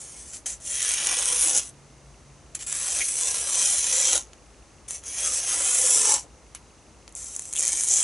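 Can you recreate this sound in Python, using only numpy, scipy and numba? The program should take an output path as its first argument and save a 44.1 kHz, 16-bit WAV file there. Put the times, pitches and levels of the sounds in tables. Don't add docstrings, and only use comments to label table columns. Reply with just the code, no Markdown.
import sys
import numpy as np
from scipy import signal
from scipy.fft import rfft, irfft
from scipy.io import wavfile
from scipy.ndimage import uniform_filter1d
from numba import njit

SR = 44100
rng = np.random.default_rng(int(sys.argv[2]) if len(sys.argv) > 2 else 0)


def bounce(signal):
    frames = np.transpose(np.atleast_2d(signal))
    limited = np.clip(frames, -1, 1)
    pcm = np.round(limited * 32767).astype(np.int16)
    wavfile.write(sys.argv[1], SR, pcm)


N = 354123
STEP = 40


SHEET_START_HZ, SHEET_END_HZ = 2250, 3000
FLAP_HZ, EDGE_HZ = 700, 7200
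SHEET_WANDER, FLAP_WANDER, EDGE_WANDER, WANDER_PER_S = 0.04, 0.28, 0.053, 4


def cutting():
    crackle_db, upper_db, sheet_db, flap_db, grit_db, progress = contacts()
    flap_hz = FLAP_HZ * np.exp(FLAP_WANDER * drift(WANDER_PER_S))
    edge_hz = EDGE_HZ * np.exp(EDGE_WANDER * drift(WANDER_PER_S))
    sheet_hz = SHEET_START_HZ + (SHEET_END_HZ - SHEET_START_HZ) * progress
    sheet_hz = sheet_hz * np.exp(SHEET_WANDER * drift(WANDER_PER_S))
    tear = tear_coloured(fibres(np.clip(grit_db, 0, 7)))

    treble = rms_one(treble_of(tear))
    treble = treble + from_db(-10.0) * bending(treble, 5700, 10700, count=12, share=0.03, patchy_db=3.5)
    edge = from_db(-6.5) * note(tear, edge_hz, 1100)
    treble = treble + edge + from_db(12.0) * resonance(treble, 6130, 540)
    upper = signal.filtfilt(*signal.butter(3, 8000, "high", fs=SR), treble)
    treble = rms_one(treble - upper) + from_db(upper_db) * rms_one(upper)

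    sheet_modes = bending(tear, 1500, 5200, count=22, share=0.025, patchy_db=3.5)
    sheet = rms_one(band(tear, 1500, 5600)) + from_db(-5.0) * sheet_modes
    sheet = rms_one(sheet + from_db(-9.0) * note(tear, sheet_hz, 860))

    flap = bending(tear, 261, 1423, count=14, share=0.12, patchy_db=7.0)
    flap = flap + from_db(-2.5) * rms_one(band(tear, 197, 1130))
    flap = rms_one(flap + from_db(-4.0) * note(tear, flap_hz, 180))
    mix = treble - from_db(sheet_db) * sheet + from_db(flap_db) * flap
    return from_db(crackle_db) * mix + squawks(tear)


# (time [s], crackle level [dB], upper treble [dB re lower treble],
# sheet [dB re crackle], flap [dB re crackle])
CUT_CURVES = [
    [(0.6, -59, 5, -7, -7), (0.62, -48.5, -2, -9, -22), (0.68, -35.5, 2.5, -7.5, -22),
     (0.796, -29, -0.5, -5.5, -33), (1.114, -29, 3, -2, -12), (1.386, -27, 3, -7.5, -24.5),
     (1.422, -25.5, 9, -6.5, -28), (1.432, -26, 9, -3.5, -18.5), (1.548, -22.5, -6.5, -13, -20.5),
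     (1.578, -19.5, -5, -13.5, -22), (1.61, -34, -8, -9.5, -19), (1.698, -49, 2, -10.5, -14),
     (1.72, -67, -5, -9, 0)],
    [(2.665, -41, 8, -3, -22), (2.695, -38, 4, -3.5, -18.5), (3.005, -27, 1, -6.5, -18.5),
     (3.059, -29.5, 3, -10.5, -31), (3.147, -34, 6, -7.5, -22.5), (3.283, -26, -3, -10, -16.5),
     (3.455, -34, 3, -6, -17), (3.593, -22.5, -3, -10.5, -21), (3.747, -27, 1.5, -8.5, -19),
     (4.065, -21.5, -9, -10, -27), (4.171, -28, 0.5, -5.5, -14), (4.261, -58, -11, -9, -12),
     (4.3, -75, -6, -5, 14)],
    [(5.03, -55, -9, -4, -12), (5.064, -36, -6, -13, -22), (5.118, -34, 0, -9.5, -25),
     (5.226, -27, -3, -11, -19.5), (5.408, -28, -5.5, -11.5, -22.5), (5.44, -30, -5, -10.5, -19),
     (5.534, -27, -0.5, -7, -13.5), (5.682, -29.5, 6, -6, -13), (5.726, -26.5, 4.5, -8.5, -18),
     (6.142, -19, -7, -15.5, -18.5), (6.172, -29.5, -8, -10, -12), (6.2, -35.5, -7, -11, -29),
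     (6.27, -68.5, -14, -9, 13)],
    [(7.525, -44, 1, -3, -15), (7.529, -43.5, 4, -4, -20), (7.579, -36, 3, -17, -22),
     (7.589, -32, 2, -15, -22), (7.619, -26.5, -8.5, -11.5, -25.5), (7.867, -30.5, 4.5, -12, -22.5),
     (7.911, -19.5, -12.5, -21, -29), (8.03, -26, 1, -10, -22)],
]
# (at the start [dB], at the end [dB])
CUT_GRIT = [(5, 5.5), (4.5, 5.5), (4, 5), (6.5, 5)]
# (time [s], hold [s], crackle level [dB],
# droop over the hold [dB], fade after it [dB/s], sheet [dB re crackle])
BRUSHES = [(0.0, .385, -43.5, 4.5, 1200, -10.5), (0.332, 0.032, -38.5, 3, 300, -8),
           (0.458, 0.075, -30.5, 8, 310, -8.5), (2.547, 0.0059, -36.5, -0.5, 700, -5.5),
           (2.589, 0.04, -43, -5.5, 600, -4.5), (4.879, 0.074, -41.5, -6, 450, -10.5),
           (6.547, 0.007, -43, 1, 450, -0.5), (7.158, 0.49, -40.5, 5.5, 900, -13)]
BRUSH_ATTACK_S, BRUSH_GRIT_DB = 0.0027, 4
BRUSH_UPPER_DB, BRUSH_FLAP_DB = -1.5, -23


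def contacts():
    t = np.arange(N) / SR
    idle = [-150, BRUSH_UPPER_DB, 0, BRUSH_FLAP_DB, BRUSH_GRIT_DB, 0]
    controls = np.outer(idle, np.ones(N))
    for s, hold_s, level_db, droop_db, fade_db_per_s, sheet_db in BRUSHES:
        rise_db = 20 * np.log10(np.clip((t - s) / BRUSH_ATTACK_S, 1e-6, 1))
        fade_db = fade_db_per_s * np.maximum(t - s - hold_s, 0)
        shape_db = rise_db - droop_db * (t - s) / hold_s - fade_db
        controls[0] = np.maximum(controls[0], np.where(t < s, -150, level_db + shape_db))
        controls[2, t >= s] = sheet_db
    for cut, (first_db, last_db) in zip(CUT_CURVES, CUT_GRIT):
        s, *columns = np.transpose(cut)
        at = (t >= s[0]) & (t <= s[-1])
        progress = (t[at] - s[0]) / (s[-1] - s[0])
        grit_db = first_db + (last_db - first_db) * progress
        controls[:, at] = [np.interp(t[at], s, c) for c in columns] + [grit_db, progress]
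    return controls


FIBRES_PER_S = 5000


def fibres(grit_db):
    born = rng.random(N) < FIBRES_PER_S * from_db(3.0 * drift(150)) / SR
    sizes = from_db(grit_db * np.minimum(rng.exponential(1, N), 4.5)) * rng.choice([-1, 1], N)
    clicks = born * sizes + 0.76 * rng.standard_normal(N)
    power = uniform_filter1d(clicks ** 2, size=3000)
    return clicks / np.sqrt(power) * from_db(0.77 * drift(12.3))


# (frequency [Hz], relative level [dB])
TEAR_COLOUR = [(120, -78), (200, -27), (330, -13.5), (411, -16.5), (485, -8), (725, -14.5), (1260, -15),
               (1540, -17.5), (2380, -14.5), (2810, -16.5), (3160, -13), (4800, -17.5), (6070, -18),
               (7170, -6), (10900, -2.5), (14200, -13), (22000, -120)]


def tear_coloured(x):
    return coloured(x, lambda hz: from_db(at_hz(TEAR_COLOUR, hz)))


def treble_of(x):
    return signal.sosfilt(signal.butter(9, 5550, "high", fs=SR, output="sos"), x)


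# (time [s], length [s], centre [Hz], width [Hz], level under the swell [dB])
SQUAWKS = [(0.955, 0.3, 2240, 496, -37), (1.237, 0.2, 500, 60, -47.5), (1.44, 0.044, 328, 40, -42),
           (2.806, 0.18, 2250, 700, -43), (2.992, 0.046, 2180, 500, -28), (3.86, 0.3, 510, 102, -43.5),
           (5.2, 0.18, 1214, 150, -45), (5.774, 0.13, 510, 120, -47.5), (6.024, 0.21, 863, 205, -35.5),
           (7.535, 0.068, 3000, 1290, -36)]


def squawks(tear):
    out = np.zeros(N)
    for s, length_s, hz, width_hz, level_db in SQUAWKS:
        at, swell = round(s * SR), np.hanning(round(length_s * SR))
        sung = resonance(tear[at:at + len(swell)], hz, width_hz)
        sung = rms_one(resonance(sung, hz, width_hz))
        out[at:at + len(swell)] += from_db(level_db) * swell * sung
    return out


# (time [s], click drive [dB], sheet drive [dB re click drive])
SNAPS = [(0.5112, -33, -20), (0.828, -7, -24), (0.891, -3.5, -25), (0.9162, -9, -34), (0.9382, -5.5, -22),
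         (1.0707, -2, -23.5), (1.1954, -18, -18), (1.4375, -8, -26), (1.4836, -5, -27), (1.5763, -4, -27),
         (2.552, -11.5, -20.5), (2.7265, -6.5, -25), (2.989, -7, -23), (3.189, -11, -37), (3.2107, -7, -22),
         (4.1778, -4.5, -22), (4.333, -36, -4), (4.885, -21, -24), (4.908, -12, -20), (5.0382, -26, -19),
         (5.0608, -27, -25), (5.275, -8, -22), (6.549, -18, -19.5), (7.0785, -31, -4.5), (7.0916, -36, -18),
         (7.1246, -34, -24), (7.152, -16, -38), (7.2438, -18, -35), (7.3517, -21, -24), (7.3638, -10, -29),
         (7.3943, -12, -23), (7.421, -19, -23), (7.4546, -19, -23), (7.528, -12, -31), (7.5357, -12, -26),
         (7.5524, -14.5, -20), (7.565, -7, -31), (7.587, -6, -32), (7.5948, -6, -35), (7.607, -4, -29),
         (7.6264, -5, -29), (7.6527, -6, -25.5), (7.679, -4, -27), (7.692, -8, -23), (7.836, -5.5, -27),
         (7.8864, -3, -36)]
SNAP_T60_S, RUSTLE_DB = 0.014, -21.5


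def snaps():
    t = np.arange(4000) / SR
    treble, sheet = np.zeros(N + len(t)), np.zeros(N + len(t))
    noise = rng.standard_normal((len(SNAPS), len(t)))
    for (s, click_db, sheet_db), rustle in zip(SNAPS, noise):
        shape = rustle * from_db(RUSTLE_DB - 60 * t / SNAP_T60_S)
        shape[0] = np.sign(rustle[0])
        at = round(s * SR)
        treble[at:at + len(t)] += from_db(click_db) * shape
        sheet[at:at + len(t)] += from_db(click_db + sheet_db) * shape
    bright = treble_of(tear_coloured(treble[:N]))
    bright = bright + from_db(13.5) * resonance(bright, PORT_HZ, 910)
    return from_db(13.0) * bright + from_db(20.0) * band(sheet[:N], 570, 7400)


def bending(x, low_hz, high_hz, count, share, patchy_db):
    centres_hz = np.geomspace(low_hz, high_hz, count)
    hz = centres_hz[:, None] * (1 + 0.05 * slow(1.09, count))
    signs = (-1.) ** np.arange(count)[:, None]
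    gain = from_db(patchy_db * slow(5.8, count)) * signs
    return rms_one(gliding(x, hz, share * centres_hz, gain, STEP, SR))


def note(x, note_hz, width_hz):
    hz = np.clip(note_hz[None, ::STEP], 100, 10000)
    return rms_one(gliding(x, hz, np.array([float(width_hz)]), np.ones_like(hz), STEP, SR))


@njit
def gliding(x, hz, width_hz, gain, step, sr):
    out = np.zeros(len(x))
    for k in range(hz.shape[0]):
        r = np.exp(-np.pi * width_hz[k] / sr)
        y1, y2, b, c = 0., 0., 0., 0.
        for i in range(2, len(x)):
            if i % step == 2:
                b = gain[k, i // step] * (1 - r * r) / 2
                c = 2 * r * np.cos(2 * np.pi * hz[k, i // step] / sr)
            y1, y2 = b * (x[i] - x[i - 2]) + c * y1 - r * r * y2, y1
            out[i] += y1
    return out


# (frequency [Hz], level [dB re direct])
ECHO_COLOUR = [(200, 1), (600, -4.5), (2500, -8.5), (6000, -14.5), (11000, -14)]
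SHED_T60_S = 0.05


def shed(x):
    t = np.arange(int(0.4 * SR)) / SR
    tails = rng.standard_normal((2, len(t))) * from_db(-60 * t / SHED_T60_S) * (t > 0.003)
    sent = coloured(x, lambda hz: from_db(at_hz(ECHO_COLOUR, hz)))
    return np.array([signal.fftconvolve(sent, tail / np.linalg.norm(tail))[:N] for tail in tails])


# (frequency [Hz], relative level [dB])
AIR_COLOUR = [(15, -40), (25, -27), (54, 2.5), (71, -2.5), (91, -9), (141, -9.5), (182, -13.5), (266, -12),
              (478, -14.5), (1350, -21.5), (1460, -25), (2140, -25.5), (3220, -30), (6070, -28),
              (10900, -31.5), (14200, -68), (22000, -120)]
# (frequency [Hz], left-right likeness [0-1])
AIR_LIKENESS = [(60, 0.97), (170, 0.84), (490, 0.91), (1420, 0.85), (4060, 0.78), (11700, 0.79)]
# (frequency [Hz], left minus right [dB])
AIR_BALANCE = [(60, 0.5), (170, 3.5), (490, 0.5), (1420, -0.5), (4060, 0), (11700, 0.5)]
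AIR_DB = -51
PORT_HZ, PORT_WIDTH_HZ, PORT_DB = 6230, 560, 0.5


def rumble_and_hiss():
    white = rng.standard_normal((2, N))

    def alike(hz):
        return np.clip(at_hz(AIR_LIKENESS, hz), 0, 0.999)

    mid = coloured(white[0], lambda hz: from_db(at_hz(AIR_COLOUR, hz)) * np.sqrt(1 + alike(hz)))
    side = coloured(white[1], lambda hz: from_db(at_hz(AIR_COLOUR, hz)) * np.sqrt(1 - alike(hz)))
    air = balanced([mid + side, mid - side], AIR_BALANCE)
    air = air + from_db(PORT_DB) * resonance(air, PORT_HZ, PORT_WIDTH_HZ)
    return rms_one(air) * from_db(AIR_DB)


# (time [s], mean level [dB])
DRONE_CURVE = [(1.64, -80), (1.76, -57), (2.3, -59), (2.9, -64), (3.2, -80)]
DRONE_HZ, DRONE_WAVER_DB = 139, 2.5


def drone():
    tone = np.sqrt(2) * np.sin(2 * np.pi * DRONE_HZ * np.arange(N) / SR)
    return tone * from_db(in_time(DRONE_CURVE) + DRONE_WAVER_DB * drift(4.9))


WHINE_HZ, WHINE_WIDTH_HZ, WHINE_DB = 2112, 6.2, -79


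def whine():
    return rms_one(resonance(rng.standard_normal(N), WHINE_HZ, WHINE_WIDTH_HZ)) * from_db(WHINE_DB)


TICK_LEVELS = [-56.5, -65, -56, -60]
TICK_SPREAD_DB = 2
TICK_FIRST_S, TICK_END_S, TICK_GAP_S = 0.1384, 7.95, 0.04003
TICK_HZ, TICK_FALL_HZ, TICK_S = 3180, 895, 0.0071


def ticking():
    out, t = np.zeros(N), np.arange(int(TICK_S * SR)) / SR
    cycles = TICK_HZ * t - TICK_FALL_HZ * t ** 2 / TICK_S / 2
    chirp = np.sin(2 * np.pi * cycles) * np.hanning(len(t))
    spread = rng.standard_normal(200)
    for k, s in enumerate(np.arange(TICK_FIRST_S, TICK_END_S, TICK_GAP_S)):
        level_db = TICK_LEVELS[k % len(TICK_LEVELS)] + TICK_SPREAD_DB * spread[k]
        out[round(s * SR):][:len(t)] += from_db(level_db) * chirp
    return out


def from_db(db):
    return 10 ** (np.asarray(db) / 20)


def rms_one(x):
    return x / np.sqrt(np.mean(x ** 2) + 1e-20)


def in_time(rows):
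    return np.interp(np.arange(N) / SR, *np.transpose(rows))


def at_hz(points, hz):
    points_hz, values = np.transpose(points)
    return np.interp(np.log(hz), np.log(points_hz), values)


def slow(rate, count):
    r = np.exp(-2 * np.pi * STEP * rate / SR)
    white = rng.standard_normal((count, N // STEP + 2002))
    rows = signal.lfilter([1], [1, -2 * r, r * r], white)[:, 2000:]
    return rows / np.std(rows, axis=1, keepdims=True)


def drift(rate):
    row = slow(rate, count=1)[0]
    return np.interp(np.arange(N) / STEP, np.arange(len(row)), row)


def coloured(x, gain):
    hz = np.maximum(np.fft.rfftfreq(4096, 1 / SR), 1)
    cepstrum = irfft(np.log(gain(hz) + 1e-9))
    cepstrum[1:2048] *= 2
    cepstrum[2049:] = 0
    return signal.oaconvolve(x, irfft(np.exp(rfft(cepstrum))))[:N]


def resonance(x, hz, width_hz):
    r = np.exp(-np.pi * width_hz / SR)
    feed = np.array([1, 0, -1]) * (1 - r * r) / 2
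    return signal.lfilter(feed, [1, -2 * r * np.cos(2 * np.pi * hz / SR), r * r], x)


def band(x, low_hz, high_hz):
    return signal.sosfilt(signal.butter(2, [low_hz, high_hz], "band", fs=SR, output="sos"), x)


def balanced(pair, balance):
    return np.array([coloured(x, lambda hz: from_db(side * at_hz(balance, hz) / 2))
                     for x, side in zip(pair, (1, -1))])


# (frequency [Hz], left minus right [dB])
CUT_BALANCE = [(60, -2), (170, 13), (490, 0.5), (1420, 0.5), (4060, 0), (11700, 0.5)]


def scene():
    paper = cutting() + snaps()
    near = balanced([paper, paper], CUT_BALANCE)
    background = rumble_and_hiss() + drone() + whine()
    return near + shed(paper) + background + ticking()


CUTOFF_HZ = 11010


def record(dry):
    rounded = 0.9 * np.tanh(dry / 0.9)
    return signal.sosfilt(signal.ellip(14, 0.5, 60, CUTOFF_HZ, fs=SR, output="sos"), rounded)


dry = scene()
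out = record(dry)
bounce(out)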